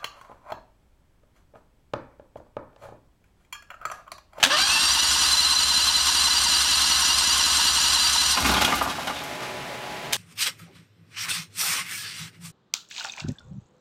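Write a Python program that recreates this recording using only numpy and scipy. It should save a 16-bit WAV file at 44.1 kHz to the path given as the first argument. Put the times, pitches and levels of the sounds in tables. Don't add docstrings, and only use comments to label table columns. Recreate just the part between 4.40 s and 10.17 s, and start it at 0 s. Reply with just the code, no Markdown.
import sys
import numpy as np
from scipy import signal
from scipy.fft import rfft, irfft
from scipy.io import wavfile

SR = 44100
rng = np.random.default_rng(int(sys.argv[2]) if len(sys.argv) > 2 else 0)


def bounce(signal):
    frames = np.transpose(np.atleast_2d(signal))
    limited = np.clip(frames, -1, 1)
    pcm = np.round(limited * 32767).astype(np.int16)
    wavfile.write(sys.argv[1], SR, pcm)


N = 254365
TIME = np.arange(N) / SR


BITE_S, OFF_S = .097, 3.95
RUNUP_S = .15
COAST_S, COAST_POWER = .6, 1.5
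COAST_DROP_DB = -10
# (time [s], speed [rpm])
CRANK_SPEED = [(0, 0), (.06, 160), (.095, 185), (.105, 339), (.133, 385), (.159, 388), (.177, 467),
               (.207, 502), (.279, 533), (.351, 588), (.373, 565), (.42, 604), (.457, 590), (.52, 624),
               (1, 646), (2.9, 637), (3.95, 640)]


def motion(bite_s=0.011, slip_db=-6):
    bite = np.clip((TIME - BITE_S) / bite_s, 0, 1)
    coast = 1 - np.clip((TIME - OFF_S) / COAST_S, 0, 1) ** COAST_POWER
    rpm = np.interp(TIME, *np.transpose(CRANK_SPEED)) * coast
    effort = np.exp(-TIME / RUNUP_S) * bite
    powered = envelope(start_s=.05, attack_s=.015, hold_s=OFF_S - .065, fall_db_per_s=600)
    coasting = from_db(COAST_DROP_DB) * coast * (TIME > OFF_S)
    drive = from_db(slip_db * (1 - bite)) * np.maximum(powered, coasting)
    return rpm, effort, drive


RING_TEETH = 93.5
TOOTH_SLOP = .025
STEADY_S = .5
SETTLE_S = 0.55
GRIND_DB, SING_DB = -14.5, -20.5
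CASE_SMEAR_T60_S = .06
# (multiple of the tooth rate, relative level [dB])
MESH_PARTIALS = [(1, -7), (2, -4), (3, -1.5), (4, 0), (5, 1.5), (6, 2), (7, 2.5), (8, 0), (9, -1), (10, 1),
                 (11, -1)]
# (frequency [Hz], relative level [dB])
CASE_COLOUR = [(40, -18), (120, -14), (220, -14), (330, -8.5), (470, -30), (700, -8), (1050, -2),
               (1450, -1.5), (2400, -6.5), (3000, 0), (4500, -1), (7000, -10.5), (10500, -9.5),
               (15500, -31.5)]
# (frequency [Hz], width [Hz], lift [dB])
CASE_RESONANCES = [(1071, 16, 12.5), (1151, 31, 9.5), (1297, 83, 7), (1360, 45, -9), (1497, 93, 5),
                   (1700, 130, 5), (1872, 69, -7), (2012, 20, 6.5), (2646, 87, 6.5), (2830, 123, 9),
                   (3237, 150, 7), (3660, 60, 5), (3973, 140, 6.5), (4085, 38, 5), (4310, 84, 10),
                   (4710, 28, 13), (4762, 93, 6.5), (4830, 130, 2), (5516, 180, 10), (5890, 160, 13.5),
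                   (6800, 140, 2), (7030, 330, 11.5), (7395, 65, 10), (8310, 200, 13), (8670, 170, 10.5),
                   (9430, 97, 6), (9560, 310, -3), (10520, 340, 2.5), (13340, 1700, 8.5)]


def starter(rpm, cycles, effort, drive, wander=.003, uneven_db=2.5, flicker_db=1.05, waver_db=3.5,
            scuff_db=-3, effort_db=2, early_sing_db=2, ring_db=-13):
    swing, strain_db, load_db = compressions(cycles)
    early = np.exp(-TIME / SETTLE_S)
    steady = np.clip((TIME - STEADY_S) / .05, 0, 1)
    mesh_hz = rpm / 60 * RING_TEETH * (1 + swing * steady) * (1 + wander * drift(40))
    teeth = np.cumsum(mesh_hz) / SR + TOOTH_SLOP * drift(60)

    tone = np.zeros(N)
    for multiple, db in MESH_PARTIALS:
        phase = 2 * np.pi * (round(multiple) * teeth + rng.random())
        tone += from_db(db + waver_db * drift(47)) * np.sin(phase)
    tone = rms_one(smear(tone, CASE_SMEAR_T60_S)) * (TIME > BITE_S)
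    singing = from_db(SING_DB + early_sing_db * early) * tone

    scuff = from_db(scuff_db) * rng.standard_normal(N)
    grind = rms_one(tooth_hits(teeth, uneven_db) + scuff)
    grinding = from_db(GRIND_DB + effort_db * effort + flicker_db * drift(27)) * grind
    force = drive * (grinding + singing + rockers(cycles))

    soft = signal.sosfilt(signal.butter(1, 1500, fs=SR, output="sos"), force)
    hard = np.clip(rpm / 620, 0, 1) ** 2.0
    blows = hard * force + 2.0 * (1 - hard) * soft
    case = body(from_db(load_db) * blows, CASE_COLOUR, CASE_RESONANCES)

    tones = growl(teeth, strain_db * hard * steady) + whistle(teeth, mesh_hz, effort)
    tones = tones + hard * (squeal(cycles) + chirps(cycles))
    return reverberate(case, wet_db=ring_db, t60=0.21) + drive * tones


# (position [share of cycle], width [share of cycle],
# loss of tooth rate [share], growl lift [dB], tooth load dip, negative for a rise [dB])
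COMPRESSION_STROKES = [(1, .065, .08, 20.5, 0), (.41, .1, .07, 13, -0.5)]
SPEED_SURGE = (.78, .085, .05)
# (ripples [per cycle], depth [dB])
LOAD_RIPPLE = [(8, 0.4), (14, 0.66)]


def compressions(cycles):
    at, span, gain = SPEED_SURGE
    swing, strain_db, load_db = gain * once_a_cycle(cycles, at, span), 0, 0
    for share, width, loss, lift_db, dip_db in COMPRESSION_STROKES:
        squeeze = once_a_cycle(cycles, share, width)
        swing = swing - loss * squeeze
        strain_db = strain_db + lift_db * squeeze
        load_db = load_db - dip_db * squeeze
    for count, db in LOAD_RIPPLE:
        load_db = load_db + db * np.sin(2 * np.pi * round(count) * cycles)
    return swing - swing.mean(), strain_db, load_db


def tooth_hits(teeth, uneven_db):
    count = round(2 * RING_TEETH)
    wear = np.clip(rng.standard_normal((count, 3)), -2, 2)
    late, hard, side = wear[np.round(teeth).astype(int) % count].T
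    return rms_one(passes(teeth + .15 * late) * from_db(uneven_db * hard) * np.sign(side))


# (position [share of cycle], level [dB])
ROCKER_CLICKS = [(0.255, -11), (0.551, -14), (.8, -10)]


def rockers(cycles, t60=0.13, clicks_per_s=2200, low_hz=6000):
    starts = sum(passes(cycles - share) * from_db(db) for share, db in ROCKER_CLICKS)
    clicks = rms_one((rng.random(N) < clicks_per_s / SR) * rng.choice([-1., 1.], N))
    bright = signal.sosfilt(signal.butter(2, low_hz, "high", fs=SR, output="sos"), clicks)
    return fade(starts, t60) * bright


GROWL_DB = -37
GROWL_SLOP = .03
# (start [s], length [s], level of mesh multiple 1 [dB], of 2 [dB], of 3 [dB])
PINION_GROANS = [(0.046, 0.047, -17.5, -22, -40), (0.104, 0.074, -19, -20, -19),
                 (0.172, 0.035, -22, -29, -23), (0.205, 0.05, -48, -19, -28), (0.296, 0.12, -28, -35, -37),
                 (0.352, 0.039, -20, -36, -26), (0.428, 0.033, -30, -28, -21)]


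def growl(teeth, strain_db, second_db=-13):
    chatter = teeth + GROWL_SLOP * drift(220)
    partials = []
    for k in range(1, 4):
        flutter = from_db(1.2 * drift(3) + drift(150))
        partials.append(np.sin(2 * np.pi * k * chatter) * flutter)
    out = from_db(GROWL_DB + strain_db) * (partials[0] + from_db(second_db) * partials[1])
    for s, length, *levels in PINION_GROANS:
        groan = sum(from_db(db) * p for db, p in zip(levels, partials))
        out = out + np.sqrt(np.abs(swell(s, length))) * groan
    return out


def whistle(teeth, mesh_hz, effort, level_db=-7, centre_hz=2740, width_hz=180):
    level = from_db(level_db + 1.5 * drift(60)) * np.sqrt(effort)
    return level * near(3 * mesh_hz, centre_hz, width_hz) * np.sin(6 * np.pi * teeth)


SQUEAL_HZ, SQUEAL_REST_DB = 4073, -18.5
# (start [s], length [s], level [dB])
SQUEAL_BOUTS = [(0.844, 0.63, -8), (1.3, 0.38, -10.5), (1.658, 0.059, -15), (1.78, 0.17, -11),
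                (2.325, 0.16, -14), (3.01, 0.064, -12), (3.2, 0.08, -13.5), (3.5, 0.13, -12),
                (3.754, 0.11, -12.5)]
# (position [share of cycle], width [share of cycle], level [dB])
SQUEAL_THROBS = [(.23, 0.12, 2), (.6, 0.105, 0), (.885, 0.11, 1.5)]


def squeal(cycles, phase_wander=0.5, waver_db=2.0):
    level = from_db(SQUEAL_REST_DB)
    for s, length, db in SQUEAL_BOUTS:
        level = np.maximum(level, from_db(db) * np.sqrt(np.abs(swell(s, length))))
    excited = sum(from_db(db) * once_a_cycle(cycles, share, width, order=4)
                  for share, width, db in SQUEAL_THROBS)
    tone = np.sin(2 * np.pi * SQUEAL_HZ * TIME + phase_wander * drift(34))
    return level * excited * from_db(waver_db * drift(73)) * tone


# (position [share of cycle], width [share of cycle], frequency [Hz], level [dB])
HOUSING_CHIRPS = [(1, 0.028, 2810, -22.5), (0.347, .04, 2890, -23), (0.14, .035, 5000, -24),
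                  (0.434, 0.066, 4325, -18), (0.83, .06, 4900, -21.5), (0.0092, 0.028, 4200, -20),
                  (0.1, .03, 5500, -24), (0.385, .03, 4000, -22), (0.483, 0.032, 4745, -20),
                  (.08, 0.054, 5470, -33), (.22, 0.055, 6500, -29), (0.74, 0.057, 5890, -23),
                  (0.315, 0.045, 7080, -27), (0.86, 0.035, 6300, -20.5), (0.24, .05, 11000, -37),
                  (0.53, .05, 8660, -29), (0.83, 0.056, 9400, -29)]


def chirps(cycles, phase_wander=0.86, waver_db=5.0):
    out = np.zeros(N)
    for share, width, hz, db in HOUSING_CHIRPS:
        level = from_db(db + waver_db * drift(40)) * once_a_cycle(cycles, share, width)
        out += level * np.sin(2 * np.pi * hz * TIME + phase_wander * drift(50))
    return out * (1 - np.exp(-TIME / SETTLE_S))


PIPE_HZ, PIPE_T60_S = 69.2, 0.25
# (position [share of cycle], boom level [dB], rasp level [dB])
GAS_PULSES = [(.09, -26, -10), (.2, -8, -10), (.277, -6, -3.5), (.573, -.5, -12), (.727, -7.5, -17),
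              (.8, -26, -9), (.885, -12, -6.5)]
# (frequency [Hz], relative level [dB])
RASP_COLOUR = [(70, -40), (150, 2.5), (240, 10), (340, -1.5), (500, -27), (1500, 0.5), (8000, -46)]
# (time [s], level [dB])
LAST_HEAVES = [(3.977, -31), (4.025, -20), (4.072, -24), (4.103, -25), (4.183, -30), (4.231, -33),
               (4.345, -27.5), (4.424, -33.5)]


def exhaust(cycles, boom_db=-25.0, rasp_db=-29, puff_t60=0.026, thud_db=0):
    cranking = (TIME > .19) & (TIME < 4.05)
    booms = sum(passes(cycles - share) * from_db(db) for share, db, _ in GAS_PULSES) * cranking
    rasps = sum(passes(cycles - share) * from_db(db) for share, _, db in GAS_PULSES) * cranking
    heaves = np.zeros(N)
    for s, db in LAST_HEAVES:
        add(heaves, s, from_db([db]))
    boom = from_db(boom_db) * ring(booms, PIPE_HZ, PIPE_T60_S) + ring(heaves, 64.0, 0.38)
    boom = signal.sosfilt(signal.butter(4, 38, "high", fs=SR, output="sos"), boom)
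    hiss = fade(rasps, puff_t60) * rng.standard_normal(N)
    puffs = from_db(thud_db) * rasps + from_db(rasp_db) * hiss
    return boom + body(puffs, RASP_COLOUR)


KNOCK_RISE_S = .002
# (frequency [Hz], relative level [dB])
RATTLE_COLOUR = [(210, -38), (350, -10), (438, -11.5), (791, -1), (857, -2), (1110, -4), (1450, -2),
                 (1850, -7.5), (3180, -7), (5140, -11.5), (6130, -12.5), (7790, -16.5), (13200, -22),
                 (16000, -37)]
# (frequency [Hz], width [Hz], lift [dB])
LOOSE_PART_MODES = [(846, 17, 10.5), (1027, 36, 6), (1192, 34, 8.5), (1435, 36, 7), (2150, 36, 7),
                    (2480, 30, 9.5), (2870, 32, 10), (3108, 44, 2), (3230, 38, 4), (3910, 74, 8),
                    (5470, 170, 1)]
# (time [s], level [dB], treble tilt [dB per octave], t60 [s],
# pitch of the struck part [Hz], its lift [dB], thump of the block [dB])
BACKLASH_KNOCKS = [(3.971, -9, -1, 0.12, 1050, 6, -11), (4.046, -11, -1, 0.18, 2280, 7, -8),
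                   (4.091, -10.5, -2, 0.12, 890, -6, 0), (4.112, -12, -5, 0.17, 1380, -2, -5),
                   (4.138, -8, -0.5, 0.1, 3580, 8, -8), (4.164, -11.5, -5.5, 0.15, 3250, 16.5, -8),
                   (4.211, -8.5, 0.5, 0.095, 900, -2, -14), (4.218, -4, 0, 0.073, 1500, 5, -20),
                   (4.246, -5.5, 2, 0.092, 3340, 10.5, -9.5), (4.276, -10, -4, 0.14, 2800, 8, -16),
                   (4.321, -8, -6, 0.087, 2100, 14, -14), (4.331, -13.5, -7, 0.073, 720, 11, -11),
                   (4.411, -8.5, -8.5, 0.089, 1210, 5, -18), (4.457, -17.5, -10, 0.16, 1200, 3, -7),
                   (4.496, -19, -1, 0.14, 3280, 6, -12), (4.581, -21, -15, 0.099, 900, -7, -10),
                   (4.671, -17, -2, 0.097, 970, 1, -9), (4.695, -19.5, -4, 0.076, 1210, 8, -7),
                   (5.02, -32.5, -1, 0.33, 1200, 4, -8)]
# (frequency [Hz], relative level [dB])
THUMP_COLOUR = [(60, -12), (150, -8), (260, 4), (450, -17), (700, -18), (1500, -33), (6000, -60)]
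# (time [s], level [dB])
BRIGHT_TICKS = [(3.999, -24), (4.063, -19), (4.111, -22), (4.349, -22.5), (4.424, -26), (4.833, -39)]
# (frequency [Hz], relative level [dB])
BRIGHT_TICK_COLOUR = [(1000, -39), (6000, -4), (8300, -4), (10500, -6), (13000, -2), (16000, -17)]


def knocks(crack_db=-5, crack_t60=0.014, tick_t60=0.14):
    out = np.zeros(N)
    for s, db, tilt, t60, hz, lift_db, thump_db in BACKLASH_KNOCKS:
        crack = from_db(crack_db) * burst(crack_t60, rise=0.00018)
        blow = burst(t60, rise=KNOCK_RISE_S) + crack
        modes = LOOSE_PART_MODES + [(hz, hz / 6, lift_db)]
        part = body(blow, RATTLE_COLOUR, modes, tilt_db=tilt)
        thump = from_db(thump_db) * body(burst(0.069, rise=0.0036), THUMP_COLOUR)
        add(out, s, from_db(db) * (part + thump))
    for s, db in BRIGHT_TICKS:
        add(out, s, from_db(db) * body(burst(tick_t60, rise=0.0015), BRIGHT_TICK_COLOUR))
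    return out


# (frequency [Hz], relative level [dB])
RUMBLE_COLOUR = [(30, -54), (70, -2), (120, -9), (190, -1), (270, -6), (400, -9), (700, -42), (3000, -45)]


def rundown(rumble_db=-23, rattle_db=-20, settle_db=-34, rough_db=-1.5, ticks_per_s=400, tick_db=-7):
    shaking = from_db(rumble_db) * envelope(OFF_S, attack_s=0.12, hold_s=0.092, fall_db_per_s=35.5)
    rattling = from_db(rattle_db) * envelope(OFF_S, attack_s=0.014, hold_s=0.36, fall_db_per_s=53)
    settling = from_db(settle_db) * envelope(OFF_S, attack_s=0.57, hold_s=0.16, fall_db_per_s=31.0)
    rumble = body(rng.standard_normal(N), RUMBLE_COLOUR, [(276.7, 15.0, 14.7)])
    scrape = rms_one(rng.standard_normal(N) * from_db(rough_db * drift(100)))
    ticks = rms_one((rng.random(N) < ticks_per_s / SR) * rng.standard_normal(N))
    ticks = rms_one(signal.fftconvolve(ticks, burst(0.019, rise=0.00025))[:N])
    rattle = body(scrape + from_db(tick_db) * ticks, RATTLE_COLOUR, LOOSE_PART_MODES)
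    return shaking * rumble + np.hypot(rattling, settling) * rattle


TOUCH_DB, BOUNCE_S = -9.5, 0.011
# (time [s], level [dB], lead of the first touch [s],
# loss per bounce [dB], treble tilt [dB per octave])
SOLENOID_CLACKS = [(0.0366, 1.5, 0.0087, 4.5, -1.5), (5.7302, -11.5, 0.0051, 6.5, 2.5)]
# (frequency [Hz], relative level [dB])
SOLENOID_COLOUR = [(100, -52), (300, -20), (700, 1), (1100, 1), (1600, -5), (2300, 1), (3300, 11),
                   (4500, 2), (6200, -2), (8000, -2), (11000, -8), (15500, -17)]
# (frequency [Hz], width [Hz], lift [dB])
SOLENOID_MODES = [(1620, 300, 14.5), (2820, 140, -1), (4030, 43, -9), (4620, 19, 10.5), (6350, 540, 6)]


def solenoid(crack_t60=0.031, ring_t60=0.26, ring_db=-14, bounce_count=3):
    out = np.zeros(N)
    for s, db, lead, loss_db, tilt in SOLENOID_CLACKS:
        contacts = [(s - lead, db + TOUCH_DB)]
        contacts += [(s + k * BOUNCE_S, db - k * loss_db) for k in range(bounce_count + 1)]
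        for at, level_db in contacts:
            crack = 1.3 * burst(crack_t60, rise=0.0011)
            blow = crack + from_db(ring_db) * burst(ring_t60, rise=0.018)
            clack = body(blow, SOLENOID_COLOUR, SOLENOID_MODES, tilt_db=tilt)
            add(out, at, from_db(level_db) * clack)
    return out


SQUEAK_S, SQUEAK_LENGTH_S = 4.73, .11


def squeak(level_db=-37.5, centre_hz=3650, width_hz=350):
    t60 = np.log(1000) / (np.pi * width_hz)
    rub = ring(rng.standard_normal(N), centre_hz, t60)
    return from_db(level_db) * swell(SQUEAK_S, SQUEAK_LENGTH_S) * rms_one(rub)


YARD_DB = -35.5
# (frequency [Hz], relative level [dB])
YARD_COLOUR = [(25, -25), (55, -4.5), (100, -7.5), (125, 5), (155, 1.5), (220, -1), (300, -2), (390, -1.5),
               (470, -1), (650, 5), (900, -1.5), (1400, -3), (2100, -1.5), (3500, -7.5), (6000, -15.5),
               (10000, -22), (13000, -25), (16000, -32)]
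# (frequency [Hz], RMS level before wavering [dB])
DISTANT_HUM = [(377, -52), (598, -51), (840, -44.5), (990, -50.5)]


def yard(waver_db=1.5, phase_wander=0.12, flicker_db=0.6):
    hum = np.zeros(N)
    for hz, db in DISTANT_HUM:
        level = from_db(db + waver_db * drift(2.8))
        hum += level * np.sin(2 * np.pi * hz * TIME + phase_wander * drift(1.4))
    noise = body(rng.standard_normal(N), YARD_COLOUR)
    return np.sqrt(2) * hum + from_db(YARD_DB + flicker_db * drift(23)) * noise


def from_db(db):
    return 10 ** (np.asarray(db) / 20)


def rms_one(x):
    return x / np.sqrt(np.mean(x ** 2) + 1e-20)


def drift(rate):
    r = np.exp(-80 * np.pi * rate / SR)
    noise = rng.standard_normal(N // 40 + 2002)
    slow = signal.lfilter([1], [1, -2 * r, r * r], noise)[2000:]
    return np.interp(np.arange(N) / 40, np.arange(len(slow)), rms_one(slow))


def body(x, colour, modes=(), tilt_db=0, size=8192):
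    hz = np.maximum(np.arange(size // 2 + 1) * SR / size, 1)
    at, level = np.transpose(colour)
    db = np.interp(np.log(hz), np.log(at), level) + tilt_db * np.log2(np.maximum(hz / 1000, 1))
    for centre, width, lift in modes:
        db = db + lift / (1 + (2 * (hz - centre) / width) ** 2)
    cepstrum = irfft(np.log(from_db(db)))[:size // 2]
    cepstrum[1:] *= 2
    response = irfft(np.exp(rfft(cepstrum, size)))
    return signal.fftconvolve(x, response / np.linalg.norm(response))[:len(x)]


def ring(clicks, hz, t60):
    r, w = from_db(-60 / (t60 * SR)), 2 * np.pi * hz / SR
    return signal.lfilter([0, np.sin(w)], [1, -2 * r * np.cos(w), r * r], clicks + 1e-18)


def fade(clicks, t60):
    return signal.lfilter([1], [1, -from_db(-60 / (t60 * SR))], clicks + 1e-18)


def passes(turns):
    return np.diff(np.floor(turns), prepend=np.floor(turns[0]))


def once_a_cycle(cycles, share, width, order=2):
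    return np.exp(-(((cycles - share + .5) % 1 - .5) / width) ** order)


def burst(t60, rise, size=16384):
    t = np.arange(size) / SR
    return rng.standard_normal(size) * (1 - np.exp(-t / rise)) * from_db(-60 * t / t60)


def add(out, s, sound):
    start = int(np.clip(s * SR, 0, N - 1))
    out[start:start + len(sound)] += sound[:N - start]


def envelope(start_s, attack_s, hold_s, fall_db_per_s):
    t = TIME - start_s
    return np.clip(t / attack_s, 0, 1) * from_db(-fall_db_per_s * np.maximum(t - attack_s - hold_s, 0))


def swell(start_s, length_s):
    return np.sin(np.pi * np.clip((TIME - start_s) / length_s, 0, 1))


def near(hz, centre_hz, width_hz):
    return 1 / (1 + ((hz - centre_hz) / width_hz) ** 4)


def smear(x, t60):
    paths = rfft(np.roll(burst(t60, rise=.001), 512))
    response = irfft(paths / np.abs(paths))[:8192]
    return signal.fftconvolve(x, response)[512:512 + N]


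def reverberate(x, wet_db, t60):
    echoes = burst(t60, rise=0.0044)
    return x + from_db(wet_db) * signal.fftconvolve(x, echoes / np.linalg.norm(echoes))[:N]


COMPRESSION_S = 2.07


def scene():
    rpm, effort, drive = motion()
    cycles = np.cumsum(rpm / 120) / SR
    cycles = cycles - np.interp(COMPRESSION_S, TIME, cycles)
    engine = starter(rpm, cycles, effort, drive) + exhaust(cycles) + knocks() + rundown()
    return (engine + solenoid() + squeak() + yard())[None]


def gain_control(x, threshold_db=-21, share=0.9, release_db_per_s=12, window_s=0.056):
    r = np.exp(-1 / (window_s * SR))
    level_db = 10 * np.log10(signal.lfilter([1 - r], [1, -r], x ** 2) + 1e-12)
    cut_db = share * np.maximum(level_db - threshold_db, 0)
    release_db = release_db_per_s * TIME
    held_db = np.maximum.accumulate(cut_db + release_db, axis=-1) - release_db
    return x * from_db(-held_db)


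CUTOFF_HZ = 15800


def record(dry, top=0.72):
    even = gain_control(dry)
    limited = even / (1 + (even / top) ** 4) ** (1 / 4)
    return signal.sosfilt(signal.ellip(10, .2, 80, CUTOFF_HZ, fs=SR, output="sos"), limited)


dry = scene()
out = record(dry)
bounce(out)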